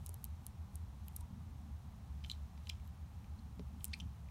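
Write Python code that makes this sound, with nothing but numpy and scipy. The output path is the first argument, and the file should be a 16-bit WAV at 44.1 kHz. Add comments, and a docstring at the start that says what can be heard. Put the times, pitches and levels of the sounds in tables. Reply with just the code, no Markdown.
"""A mantis chews a struggling cockroach in a small plastic dish, heard from very close.
Bright snaps of breaking shell come first, ringing the dish briefly, with two dull knocks through the table;
after a pause legs tap and slip in quick flurries, then the loudest snaps lead to a last group of taps.
Throughout, random grains make a faint noise that rises around the clicks; filtered noise makes a mid-range
rush of air and microphone hiss, and a fluctuating sine with noise bands makes a low uneven rumble."""
import sys
import numpy as np
from scipy import signal
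from scipy.fft import rfft, irfft, next_fast_len
from scipy.io import wavfile
from scipy.ndimage import uniform_filter1d

SR = 44100
rng = np.random.default_rng(int(sys.argv[2]) if len(sys.argv) > 2 else 0)


def generate_wav(sig):
    """Save sig (samples, or channels by samples) to the path in sys.argv[1] as 16-bit PCM at SR."""
    pcm = np.round(np.clip(np.atleast_2d(sig).T, -1, 1) * 32767).astype(np.int16)
    wavfile.write(sys.argv[1], SR, pcm)


def attenuation_scalar(level_db):
    """Turn a level in dB into a linear amplitude multiplier (20 dB per decade)."""
    decades = np.asarray(level_db, float) / 20
    return 10 ** decades


N = 190011

# jaws breaking shell: start_s, level_db, ring_hz, dish_db (relative to the crack)
SHELL_SNAPS = [(0.0626, -32, 10560, -15.5), (0.0687, -41.5, 6960, -17), (0.0924, -34, 9900, -35),
               (0.1424, -35.5, 11300, -18), (0.2424, -26.5, 12200, -21), (0.2515, -39, 9200, -10),
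               (0.4661, -30.5, 10400, -21), (0.7561, -35, 9920, -25), (1.0828, -36.5, 11730, -9),
               (1.1634, -28.5, 11400, -34), (1.1656, -33, 9800, -17), (1.208, -43, 9180, -15),
               (1.2111, -47.5, 9430, -7), (2.2985, -42, 7400, -28), (2.3148, -44.5, 11100, -30),
               (2.6968, -31.5, 3480, -7), (2.6978, -35.5, 7650, -20), (2.877, -53, 12750, -6),
               (3.8436, -22.5, 9400, -15.5), (3.8437, -29, 12800, -25), (3.8527, -28, 8730, -30),
               (3.8814, -46, 9230, -22), (3.9921, -53, 6360, -22)]
# legs on the dish: start_s, level_db, favoured_hz, contact_ms, breadth_octaves (favour 6 dB down)
LEG_TAPS = [(2.239, -46, 3210, 2.16, 0.57), (2.2457, -40, 2800, 0.5, 0.38),
            (2.2619, -47.5, 4020, 0.44, 0.63), (2.2983, -32.5, 3350, 0.36, 0.32),
            (2.3045, -47, 4200, 1.1, 0.2), (2.3113, -45, 3900, 2.2, 0.2), (2.3146, -30, 3770, 1.15, 0.11),
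            (2.3336, -52, 3360, 0.8, 0.33), (2.576, -52.5, 2490, 1.9, 0.81), (2.654, -59, 3517, 2.2, 0.32),
            (2.671, -43, 3190, 0.5, 0.21), (2.6925, -39, 5050, 2.7, 0.12), (2.6945, -36.5, 4000, 2.1, 0.25),
            (2.6958, -33, 3100, 1.1, 0.23), (2.6968, -42, 2050, 0.55, 0.3),
            (2.7972, -60.5, 2317, 0.55, 0.3), (3.2428, -55.5, 2580, 0.42, 0.49),
            (3.3856, -58, 4086, 9, 0.2), (3.5942, -47, 2330, 0.54, 0.96), (3.804, -55, 3270, 3.8, 0.37),
            (3.9318, -40, 2630, 0.93, 0.74), (3.934, -36, 4460, 3.6, 0.12), (3.937, -48, 4470, 1.8, 0.2),
            (3.9345, -37, 2400, 2.3, 0.18), (3.9384, -34, 2410, 2, 0.13), (3.9993, -37.5, 3050, 2.2, 0.09),
            (4.001, -50, 5900, 1.92, 0.14), (4.0049, -39, 3080, 1.3, 0.09), (4.286, -56, 2230, 0.57, 0.16)]
# free modes of the dish: mode_hz, mean_level_db, t60_s
DISH_MODES = [(2100, 1, 0.034), (2372, 5, 0.052), (3123, 3.5, 0.065), (3058, 2.5, 0.009), (3785, 5, 0.014),
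              (4000, 9, 0.019), (4262, -1, 0.065), (5120, -7.5, 0.0067), (5050, 6.5, 0.034),
              (5900, 9, 0.014), (7400, 9, 0.02)]
# soft bumps through the table: start_s, level_db, favoured_hz
TABLE_KNOCKS = [(0.093, -60, 392), (1.213, -72, 960), (3.596, -44, 260.2)]
# modes of the table: mode_hz, level_db, t60_s
TABLE_MODES = [(252, 0, 0.085), (414, 2.5, 0.065), (556, 0, 0.053), (960, 11.5, 0.17)]
# uneven, sometimes abrupt level changes of two low noise bands: time_s, upper_level_db, drone_level_db
BAND_LEVELS = [(0.0, -52, -62), (0.14, -70, -69), (0.17, -60, -64), (1.26, -61.5, -64), (1.32, -57, -58),
               (1.7, -59, -58), (1.79, -64, -74), (1.84, -57, -62), (2.9, -61, -66), (3.56, -60.5, -60.5),
               (3.6, -56, -52.5), (3.68, -57.5, -73), (3.73, -67, -53.5), (3.83, -56, -68.5),
               (3.86, -69, -61), (4.06, -50, -57), (4.09, -57, -69), (4.31, -57.5, -66)]
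# chance fluctuations of a narrow low rumble near 76 Hz: time_s, rms_db, pitch_hz, half_width_s (to 1/e)
RUMBLE_FLUCTUATIONS = [(0.03, -50, 84, 0.09), (0.12, -46, 83, 0.027), (0.34, -48, 82.25, 0.047),
                       (0.502, -44.5, 73.65, 0.016), (0.601, -43, 80.3, 0.038),
                       (0.759, -44.5, 78.24, 0.017), (0.83, -44.5, 79.8, 0.024), (1.021, -48, 80.24, 0.029),
                       (1.22, -48, 80.6, 0.062), (1.43, -53, 82.6, 0.15), (1.63, -50, 73.5, 0.044),
                       (1.759, -47.5, 77.15, 0.048), (1.89, -51, 81.17, 0.05), (2.03, -47.5, 70.4, 0.037),
                       (2.16, -47, 69.8, 0.044), (2.251, -47.5, 76.45, .04), (2.351, -46.5, 71.9, 0.037),
                       (2.44, -46, 72.87, 0.02), (2.511, -47.5, 72.8, 0.045), (2.711, -51, 79.33, 0.036),
                       (2.891, -45, 75.9, 0.029), (2.99, -52, 77.5, 0.073), (3.16, -55, 85, .05),
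                       (3.33, -46, 73.8, 0.031), (3.43, -53.5, 70.7, .05), (3.56, -55.5, 69.2, 0.066),
                       (3.73, -54.5, 69.4, 0.095), (3.91, -49, 72.3, 0.048), (4.06, -51.5, 72.4, 0.062),
                       (4.2, -54, 74, .08)]
# relative noise spectra, each: frequency_hz, density_db (per Hz)
RUMBLE_SPECTRUM = [(9.4, -42), (16, -16), (27, -19), (40, -14), (50, -2), (58, -1.5), (70, 7), (86, -2.5),
                   (110, -4), (140, -25.5), (240, -120)]
UPPER_SPECTRUM = [(62, -63), (105, -3), (113, -1.5), (175, -4), (230, -42.5), (390, -120)]
DRONE_SPECTRUM = [(110, -37), (180, 1.5), (205, 4), (290, -12), (380, -37), (640, -120)]
AIR_SPECTRUM = [(160, -42), (280, -4), (316, -3.5), (395, -7), (437, -7.5), (603, -7.5), (797, -1.5),
                (1290, -7.5), (1410, -11.5), (1640, -13), (1920, -14.5), (4000, -19.5), (5200, -37),
                (8800, -120)]
HISS_SPECTRUM = [(2350, -14), (4000, -0.5), (4830, -2.5), (5450, 0), (6480, -1), (7870, -6), (9670, -3.5),
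                 (10500, -20), (11500, -5.5), (12700, -8.5), (15800, -7.5)]


def snaps(scatter_db=-13, scatter_ms=1.0, edge_db=-6):
    """Impulsive fracture: a break rings the shell, and the dish walls scatter the crack back."""
    out, t = np.zeros(N), np.arange(1024) / SR
    click = 1. * (t == 0)
    for start_s, level_db, ring_hz, dish_db in SHELL_SNAPS:
        noise = rng.standard_normal(len(t))
        draws = rng.standard_normal((len(DISH_MODES), 2))
        # two resonances in series give a rounded onset
        shell = peak_one(ring(ring(click, ring_hz, 0.0009), ring_hz, 0.0006))
        edge = peak_one(np.roll(band(click, 7500, 16900), 3))   # three samples late
        crack = shell + attenuation_scalar(edge_db) * edge
        walls = noise * (t > 0.0005) * np.exp(-t * 1000 / scatter_ms)
        scattered = signal.fftconvolve(crack, walls)[:len(t)]
        dish_ring = dish(t, 3100, 0.75, draws)
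        dish_ring = dish_ring * np.exp(-t / 0.0018) * np.minimum(t / 0.000047, 1)   # damped; short onset
        snap = peak_one(crack) + attenuation_scalar(scatter_db) * peak_one(scattered) + attenuation_scalar(dish_db) * dish_ring
        add(out, start_s, attenuation_scalar(level_db) * snap)
    return above(out, 2600)


def taps(damp_ms=2.3, linger_db=-26, rough=0.75, release_ms=0.97):
    """Frictional contact: a claw slips with growing, uneven force, lets go, and bodies damp the dish ring."""
    scratch_db = -16.5   # relative to the ring
    skip_gap_ms, skip_loss_db, skip_step_db = 5.5, 22, 11   # mean gap, first loss, further loss per skip
    out, t = np.zeros(N), np.arange(3072) / SR
    for start_s, level_db, favoured_hz, contact_ms, breadth in LEG_TAPS:
        slip_noise, scratch_noise = rng.standard_normal((2, len(t)))
        draws = rng.standard_normal((len(DISH_MODES), 2))
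        after_ms = np.maximum(t * 1000 - contact_ms, 0)
        force = np.sin(np.pi / 2 * np.minimum(t * 1000 / max(contact_ms, 0.1), 1)) ** 2
        slow_noise = uniform_filter1d(uniform_filter1d(slip_noise, size=40), size=40)
        uneven = 1 + rough * rms_one(slow_noise)
        damping = np.exp(-after_ms / damp_ms) + attenuation_scalar(linger_db)
        rung = dish(t, favoured_hz, breadth, draws) * force * uneven * damping
        scratch = peak_one(band(force * np.exp(-after_ms / release_ms) * scratch_noise, 3000, 9200))
        add(out, start_s, attenuation_scalar(level_db) * (peak_one(rung) + attenuation_scalar(scratch_db) * scratch))
        # the claw scratches on three times, ever weaker
        for k, gap in enumerate(np.cumsum(0.5 + rng.random(3))):
            skip = attenuation_scalar(level_db - skip_loss_db - skip_step_db * k) * scratch
            add(out, start_s + gap * skip_gap_ms / 1000, skip)
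    return above(out, 1580)


def dish(t, favoured_hz, breadth, draws, octave_db=-13):
    """Modal superposition: the contact point favours modes near one pitch and, weaker, near its octave."""
    out = 0
    for (hz, level_db, t60), (level_draw, phase_draw) in zip(DISH_MODES, draws):
        octaves = np.log2(hz / favoured_hz)
        favour = attenuation_scalar(-6 * (octaves / breadth) ** 2) + attenuation_scalar(octave_db - 6 * ((octaves - 1) / 0.2) ** 2)
        decay = attenuation_scalar(level_db + 2 * level_draw - 60 * t / t60)   # mode levels vary by chance, 2 dB sd
        out = out + favour * decay * np.sin(2 * np.pi * hz * t + 20 * phase_draw)
    return peak_one(out)


def room(x):
    """Diffuse reverberation: convolution with noise that dies away exponentially."""
    t60_s = 0.15
    t = np.arange(int(0.4 * SR)) / SR
    tail = band(rng.standard_normal(len(t)), 1300, 8200) * attenuation_scalar(-60 * t / t60_s) * (t > 0.002)
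    return signal.fftconvolve(x, tail / np.sqrt(np.sum(tail ** 2)))[:N]


def grainy_noise(grains_per_s=7000, spread_db=2.0):
    """Random impulse noise: faint uneven grains that rise around clicks, dull at taps and bright at snaps."""
    grains = attenuation_scalar(spread_db * rng.exponential(1, (2, N))) * rng.standard_normal((2, N))
    grains = grains * (rng.random((2, N)) < grains_per_s / SR) + 1e-18
    dull = rms_one(band(grains[0], 1800, 6500))
    bright = rms_one(band(grains[1], 6500, 14000))
    # the dull part fades after each tap, the bright part stops at once after each snap
    dull_level = level_around(LEG_TAPS, rest_db=-88.5, rise_db=-78, share=0.9, lead_s=0.09, fade_s=0.09)
    bright_level = level_around(SHELL_SNAPS, rest_db=-83.5, rise_db=-74.5, share=-0.04, lead_s=0.04, fade_s=1e-9)
    return dull_level * dull + bright_level * bright


def level_around(events, rest_db, rise_db, share, lead_s, fade_s):
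    """Summed powers: a level rises exponentially before each click and falls exponentially after it."""
    t = np.arange(0, N, 32) / SR
    power = attenuation_scalar(2 * rest_db)
    for start_s, level_db, *_ in events:
        # rise_db holds for a click of -35 dB; share is how much of the click's dB it follows
        height = attenuation_scalar(2 * (rise_db + share * (level_db + 35)))
        distance = np.maximum((start_s - t) / lead_s, (t - start_s) / fade_s)
        power = power + height * np.exp(-2 * distance)
    return np.interp(np.arange(N) / SR, t, np.sqrt(power))


def knocks():
    """Modal excitation: a soft bump rings the table most in the modes near its favoured pitch."""
    out, push = np.zeros(N), 1. * (np.arange(8192) == 0)
    for start_s, level_db, favoured_hz in TABLE_KNOCKS:
        for hz, mode_db, t60 in TABLE_MODES:
            favour_db = -10 * np.log2(hz / favoured_hz) ** 2
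            add(out, start_s, attenuation_scalar(level_db + mode_db + favour_db) * ring(push, hz, t60))
    return out


def low_rumble():
    """Low-frequency noise: a narrow rumble's chance fluctuations, drawn as a sine, among three noise bands."""
    lull_db, rumble_db = -68.5, -52   # lull_db is the resting level of the narrow rumble
    t = np.arange(N) / SR
    time_s, rms_db, pitch_hz, width_s = np.transpose(RUMBLE_FLUCTUATIONS)
    level = attenuation_scalar(lull_db)
    for at, db, width in zip(time_s, rms_db, width_s):
        level = level + attenuation_scalar(db) * np.exp(-((t - at) / width) ** 2)
    phase = 2 * np.pi * np.cumsum(np.interp(t, time_s, pitch_hz)) / SR
    narrow = level * np.sqrt(2) * np.sin(phase)
    rumble = attenuation_scalar(rumble_db) * coloured(RUMBLE_SPECTRUM)
    time_s, upper_db, drone_db = np.transpose(BAND_LEVELS)
    upper = uneven_band(UPPER_SPECTRUM, np.interp(t, time_s, upper_db), steady=0.28, span_s=0.2)
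    drone = uneven_band(DRONE_SPECTRUM, np.interp(t, time_s, drone_db), steady=0.27, span_s=0.11)
    return narrow + rumble + upper + drone


def uneven_band(spectrum, level_db, steady, span_s):
    """Narrow-band fluctuation: the noise's own swells are partly evened, then a level curve is imposed."""
    x = coloured(spectrum)
    span = int(span_s * SR)
    swell = np.sqrt(uniform_filter1d(uniform_filter1d(x ** 2, span), span) + 0.032)
    return attenuation_scalar(level_db) * rms_one(x / swell ** steady)


def air():
    """Broadband flow noise: a steady rush strongest in the middle frequencies."""
    return attenuation_scalar(-68.5) * coloured(AIR_SPECTRUM)


def hiss():
    """Random self-noise of the microphone: steady noise in the treble."""
    return attenuation_scalar(-78) * coloured(HISS_SPECTRUM)


def coloured(spectrum):
    """Spectral shaping: white noise filtered to the given density, straight in dB over log frequency."""
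    size = next_fast_len(N)
    hz = np.maximum(np.arange(size // 2 + 1) * SR / size, 1)
    point_hz, point_db = np.transpose(spectrum)
    density_db = np.interp(np.log(hz), np.log(point_hz), point_db, -120, -120)
    return rms_one(irfft(rfft(rng.standard_normal(size)) * attenuation_scalar(density_db), size)[:N])


def ring(x, hz, t60):
    """Damped resonance: a unit click sets off a decaying sine of initial height 1."""
    radius, angle = attenuation_scalar(-60 / (t60 * SR)), 2 * np.pi * hz / SR
    return signal.lfilter([0, np.sin(angle)], [1, -2 * radius * np.cos(angle), radius ** 2], x)


def band(x, low_hz, high_hz):
    """Band limitation by a causal band-pass."""
    sos = signal.butter(2, [low_hz, min(high_hz, 0.45 * SR)], "band", fs=SR, output="sos")
    return signal.sosfilt(sos, x)


def above(x, low_hz):
    """Inefficient bass radiation of small bodies, as a steep high-pass."""
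    return signal.sosfilt(signal.butter(6, low_hz, "high", fs=SR, output="sos"), x)


def rms_one(x):
    """Power normalisation to unit rms."""
    return x / np.sqrt(np.mean(x ** 2) + 1e-20)


def peak_one(x):
    """Amplitude normalisation to unit peak."""
    return x / (np.abs(x).max() + 1e-20)


def add(out, start_s, x):
    """Superposition of a short sound at its start time."""
    i = round(start_s * SR)
    out[i:i + len(x)] += x[:len(out) - i]


def scene():
    """Superposition of close clicks, their reverberation, grainy noise, knocks and the background."""
    jaws, legs = snaps(), taps()
    tail = room(attenuation_scalar(-19) * jaws + attenuation_scalar(-20) * legs)
    floor = low_rumble() + air() + hiss()
    return (jaws + legs + tail + grainy_noise() + knocks() + floor)[None]


def band_limit(x):
    """A steep low-pass at the top of the band."""
    return signal.sosfilt(signal.butter(12, 16880, fs=SR, output="sos"), x)


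def record(dry):
    """Band limitation: a steep low-pass, 60 dB down from 17 kHz, cuts the top."""
    mix = signal.sosfilt(signal.cheby2(12, 60, 17000, fs=SR, output="sos"), dry)
    return band_limit(mix)


dry = scene()
out = record(dry)
generate_wav(out)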